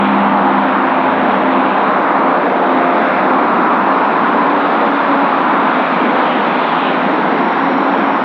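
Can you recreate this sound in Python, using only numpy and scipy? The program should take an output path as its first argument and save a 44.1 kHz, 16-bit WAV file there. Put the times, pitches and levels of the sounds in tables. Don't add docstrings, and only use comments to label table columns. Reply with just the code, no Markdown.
import sys
import numpy as np
from scipy import signal
from scipy.fft import rfft, irfft
from scipy.io import wavfile
from scipy.ndimage import uniform_filter1d, minimum_filter1d

SR = 44100
rng = np.random.default_rng(int(sys.argv[2]) if len(sys.argv) > 2 else 0)


def pcm_store(signal):
    levels = np.round(np.clip(np.atleast_2d(signal), -1, 1) * 32767)
    wavfile.write(sys.argv[1], SR, levels.astype(np.int16).T)


N = 363384
T = np.arange(N) / SR
FREQS = np.fft.rfftfreq(N, 1 / SR)

# t/s, angle between nose and microphone/deg
HEADING = [(0, 2), (2, 28), (3, 39), (8.24, 80)]
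# t/s, relative level/dB
WASH_LEVEL = [(0, -15), (1.5, -16), (2.0, -15), (2.7, -16), (3.7, -13), (4.8, -15), (5.5, -14),
              (6.6, -16.5), (8.24, -17.5)]


def amp(db):
    return 10 ** (np.asarray(db) / 20)


def unit(x):
    return x / np.sqrt(np.mean(x ** 2) + 1e-20)


def bell(x, middle, width):
    return np.exp(-(2 * (x - middle) / width) ** 2)


def step(x, softness):
    return .5 + .5 * np.tanh(x / softness / 2)


def curves(rows, t=T):
    s, *columns = np.transpose(rows)
    return [np.interp(t, s, column) for column in columns]


def coloured(noise, spectrum):
    hz, db = np.transpose(spectrum)
    return irfft(rfft(noise) * amp(np.interp(np.log(FREQS + 1), np.log(hz + 1), db)), N)


def drift(rate_hz):
    return unit(irfft(rfft(rng.standard_normal(N)) * np.exp(-.5 * (FREQS / rate_hz) ** 2), N))


def whistle(hz, width_hz):
    carrier = np.exp(2j * np.pi * np.cumsum(hz) / SR)
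    return unit((carrier * (drift(width_hz / 2) + 1j * drift(width_hz / 2))).real)


def swelling(name, steady):
    # tone, middle t/s, length/s, level/dB
    swells = [("right bass", 0, .4, -41.5), ("right bass", 1.2, .55, -45.5), ("right thrust", .05, .3, -21),
              ("right thrust", .56, .22, -21), ("right thrust", 1.42, 0.55, -24.5),
              ("right thrust", 1.9, 0.18, -28), ("left hum", 1.56, 0.26, -18),
              ("left hum", 2.3, .18, -20.5), ("left hum", 2.78, 0.61, -18.5),
              ("left hum", 3.3, 0.22, -20.5), ("left hum", 7.68, 0.45, -19), ("left buzz", 1.35, 0.94, -23),
              ("left buzz", 2.3, .4, -24), ("left buzz", 2.9, 0.99, -20), ("right buzz", 4.5, 0.4, -19.5),
              ("right buzz", 4.88, 0.27, -20.5), ("right buzz", 5.18, 0.29, -16.5),
              ("right buzz", 6.18, 0.3, -18), ("right buzz", 7.2, .2, -23), ("right buzz", 7.83, .7, -20.5),
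              ("whine", 1.3, 0.42, -65), ("whine", 3.1, .45, -66), ("whine", 4.0, .4, -64.5),
              ("whine", 7.15, .3, -66), ("whine", 7.6, .45, -60.5)]
    power = sum((amp(db) * bell(T, s, length)) ** 2 for tone, s, length, db in swells if tone == name)
    return np.sqrt(steady ** 2 + power)


def electronics():
    # f/Hz, level/dB
    tones = [(6000, -76.5), (7000, -83), (8000, -89), (9000, -98), (10000, -98), (11000, -100),
             (12000, -101)]
    return sum(amp(db) * unit((1 + .6 * drift(1.5)) * np.sin(2 * np.pi * hz * T)) for hz, db in tones)


def stereo_spread():
    # f/Hz, relative level/dB
    spectrum = [(100, -65.5), (300, -35.5), (500, -23.5), (700, -13.5), (1000, 2.5), (1350, -1.5),
                (1850, -14), (3600, -11.5), (4600, -25), (6000, -56), (10000, -100)]
    noise = coloured(rng.standard_normal(N), spectrum)
    return amp(-51.5) * np.outer([1, -1], unit(noise * amp(curves(WASH_LEVEL)[0])))


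def turbine():
    # t/s, f/Hz
    pitch = [(0, 5420), (3.85, 5360), (4.4, 5050), (6.2, 4600), (6.9, 5020), (7.35, 5460), (7.7, 5510),
             (8.24, 5420)]
    idle_db, power_db, throttle_s = -71, -60.5, 7.28
    hz = curves(pitch)[0] * (1 + .0018 * drift(9))
    db = idle_db + (power_db - idle_db) * step(T - throttle_s, softness=.08)
    return swelling("whine", amp(db)) * unit(whistle(hz, width_hz=45) + whistle(hz, width_hz=260))


def swishes():
    # middle t/s, length/s, start f/Hz, end f/Hz, width/Hz, level/dB
    glides = [(0.422, 0.37, 835, 838, 59, -19), (6.322, 0.13, 3020, 3000, 350, -32.5),
              (6.861, 0.12, 3440, 2700, 400, -34), (7.217, .1, 2670, 3200, 200, -44.5)]
    out = np.zeros(N)
    for s, length, start_hz, end_hz, width_hz, db in glides:
        hz = np.interp((T - s) / length, [-.5, .5], [start_hz, end_hz])
        out += amp(db) * bell(T, s, length) * whistle(hz, width_hz)
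    return out


def moving_band(rows, t, hz, width):
    centre_hz, db = curves(rows, t)
    return db[:, None] * bell(hz / centre_hz[:, None], 1, width)


def roar_parts(t):
    beams = {"rumble": (39, 3, 100, 6), "low drone": (140, 38, 56, 3.2), "exhaust": (250, 69, 71, 3),
             "low wash": (520, 28, 32, 2.1), "mid wash": (660, 15, 60, 1.7),
             "blade hiss": (1830, 62, 4.3, 1.3), "fizz": (4800, 63, 53, 4.2)}
    # t/s, relative level/dB
    hiss_level = [(0, -26.5), (0.4, -34.5), (.7, -33), (1.7, -30.5), (2.1, -36.5), (2.7, -33.5),
                  (3.5, -35.5), (4.3, -32.5), (5.6, -31.5), (6.3, -28.5), (6.52, -28), (6.83, -25.5),
                  (7.15, -32), (8.24, -33.5)]
    wash_hz, hiss_hz = 1300, 3200
    heading = curves(HEADING, t)[0]
    parts = [(hz, db * bell(heading, aim, width)) for hz, aim, width, db in beams.values()]
    parts += [(wash_hz, curves(WASH_LEVEL, t)[0]), (hiss_hz, curves(hiss_level, t)[0])]
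    parts.sort(key=lambda part: part[0])
    part_hz, levels_db = map(np.array, zip(*parts))
    surge_db = 2 * bell(t, middle=3.08, width=.4)
    return part_hz, levels_db + np.outer(part_hz > 1800, surge_db)


def roar(flutter):
    # f/Hz, relative level/dB
    spectrum = [(70, -38), (108, -32), (155, -15), (195, -3.5), (265, 1), (390, -5.5), (560, -4.5),
                (820, -0.5), (1030, -0.97), (1400, -5.5), (1900, -14), (2350, -16.5), (3000, -24.5),
                (3750, -27.5), (4750, -45), (5450, -52), (6900, -63.5), (7600, -75), (11000, -87),
                (13500, -95)]
    # t/s, f/Hz, gain/dB
    ground_echo = [(0, 409, -5.5), (1.0, 405, -3), (1.3, 470, 3), (2.0, 468, -1), (2.55, 460, 2),
                   (3.1, 350, 1), (3.7, 386, 2.5), (4.3, 450, 2), (4.8, 440, -1.5), (5.6, 470, -1),
                   (6.4, 430, 1.5), (7.1, 520, -1), (7.6, 575, -3), (8.24, 591, -1.5)]
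    # t/s, f/Hz, gain/dB
    resonance = [(0, 780, 1), (.7, 798, 1), (1.3, 950, 0.5), (2.0, 1080, 2.5), (2.4, 1047, 0.5),
                 (2.8, 950, -1.5), (3.4, 1077, 0.5), (4.35, 1020, 1.8), (4.75, 1020, -0.5),
                 (5.3, 1030, 2.3), (5.6, 1060, 1.5), (6.0, 1050, -1), (6.8, 1020, -1.5), (7.4, 970, 1.5),
                 (8.24, 970, 1)]
    window, hop = 1024, 256
    gust_db, gust_s = .17, .36
    frames, hz = N // hop + 5, np.fft.rfftfreq(window, 1 / SR)
    t = np.arange(frames) * hop / SR
    real, imag, patches = rng.standard_normal((3, frames, len(hz)))
    patches = uniform_filter1d(patches, size=22, axis=0)
    field_db = unit(uniform_filter1d(patches, size=9, axis=1))
    field_db += moving_band(ground_echo, t, hz, width=.3) + moving_band(resonance, t, hz, width=.23)
    part_hz, levels_db = roar_parts(t)
    gusts = rng.standard_normal((len(part_hz), frames))
    gusts = unit(uniform_filter1d(gusts, size=round(gust_s * SR / hop), axis=1))
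    for level_db, gust, own in zip(levels_db, gusts, np.eye(len(part_hz))):
        reach = np.interp(np.log(hz + 1), np.log(part_hz), own)
        field_db += np.outer(level_db - level_db.mean() + gust_db * gust, reach)
    spectra = (real + 1j * imag) * amp(field_db)
    noise = signal.istft(spectra.T, nperseg=window, noverlap=window - hop)[1][:N]
    return unit(coloured(flutter * noise, spectrum))


def blade_passes(rate, hunting):
    return np.cumsum(curves(rate)[0] * (1 + hunting * drift(4.2))) / SR


def chop(passes, buzz, depth):
    puff = np.cos(2 * np.pi * passes) + .65 * np.cos(4 * np.pi * passes)
    return 1 + depth * buzz / buzz.max() * puff


def tone_gain(name):
    beams = {"left hum": (-21.5, -34.5, 22.5), "left buzz": (-34, -30.5, 42),
             "right bass": (-46.5, -69, 25), "right thrust": (-16, -37.5, 7.2),
             "right buzz": (-28.5, -33, 6)}
    inside_db, outside_db, edge_deg = beams[name]
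    ahead = step(edge_deg - curves(HEADING)[0], softness=2.4)
    return swelling(name, amp(inside_db) * ahead + amp(outside_db) * (1 - ahead))


def hum(passes, harmonics, scatter, flutter_hz, lift=lambda k: 0):
    out = np.zeros(N)
    for k, db in harmonics:
        share = np.clip(scatter * np.sqrt(k), 0, 1)
        scattered = (drift(flutter_hz) + 1j * drift(flutter_hz)) / np.sqrt(2)
        path = np.sqrt(1 - share ** 2) + share * scattered
        tone = np.exp(2j * np.pi * (k * passes + rng.random()))
        out += amp(db + lift(k)) * (path * tone).real
    return unit(out)


def buzz_focus(k):
    lifted_harmonic = 6.2 + .042 * curves(HEADING)[0]
    return 6 * bell(k, lifted_harmonic, width=1.7)


def left_propeller(passes):
    # multiple of the blade rate, relative level/dB
    hum_orders = [(2, -19), (3, 0), (4, -6.5)]
    buzz_orders = [(5, -8.5), (6, -2.5), (7, -1.2), (8, -.8), (9, -12), (10, -8), (11, -13), (12, -12),
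                   (13, -12), (14, -14)]
    low = tone_gain("left hum") * hum(passes, hum_orders, scatter=.19, flutter_hz=6)
    buzz = tone_gain("left buzz") * hum(passes, buzz_orders, scatter=.125, flutter_hz=5, lift=buzz_focus)
    return low + buzz


def right_propeller(passes):
    # multiple of the blade rate, relative level/dB
    thrust_orders = [(2, 6), (3, -7.5)]
    buzz_orders = [(2, -18), (3, 4.5), (4, -11), (5, -9), (6, -3.5), (7, -8), (8, -16.5), (9, -6),
                   (10, -17), (11, -8.5), (12, -13.5)]
    thrust = tone_gain("right thrust") * hum(passes, thrust_orders, scatter=.19, flutter_hz=7)
    bass = tone_gain("right bass") * hum(passes, [(1, 0)], scatter=.25, flutter_hz=6)
    buzz = tone_gain("right buzz") * hum(passes, buzz_orders, scatter=.28, flutter_hz=8)
    return thrust + bass + buzz


def scene():
    # t/s, f/Hz
    left_rate = [(0, 88.4), (.6, 87.8), (1.9, 87.1), (2.6, 87.3), (3.2, 87.9), (6.2, 86.5), (8.24, 88.6)]
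    right_rate = [(0, 100.6), (2.0, 98.6), (4.25, 97.6), (4.85, 95.1), (5.35, 92.4), (6.2, 83.5),
                  (7.15, 83.5), (7.7, 91), (8.24, 92)]
    left, right = blade_passes(left_rate, hunting=.0012), blade_passes(right_rate, hunting=.0017)
    wash = amp(-12.5) * roar(chop(left, tone_gain("left buzz"), depth=.125))
    propellers = left_propeller(left) + right_propeller(right)
    return wash + propellers + turbine() + swishes() + stereo_spread()


def record(dry):
    ceiling, cutoff_hz = .71, 15700
    sound = dry + electronics()
    gain = np.minimum(1, ceiling / (abs(sound).max(0) + 1e-9))
    held = minimum_filter1d(gain, size=281)
    eased = uniform_filter1d(uniform_filter1d(held, size=141), size=141)
    lowpass = signal.firwin(511, cutoff_hz, window=("kaiser", 9), fs=SR)
    return signal.oaconvolve(sound * eased, lowpass[None], "same")


dry = scene()
out = record(dry)
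pcm_store(out)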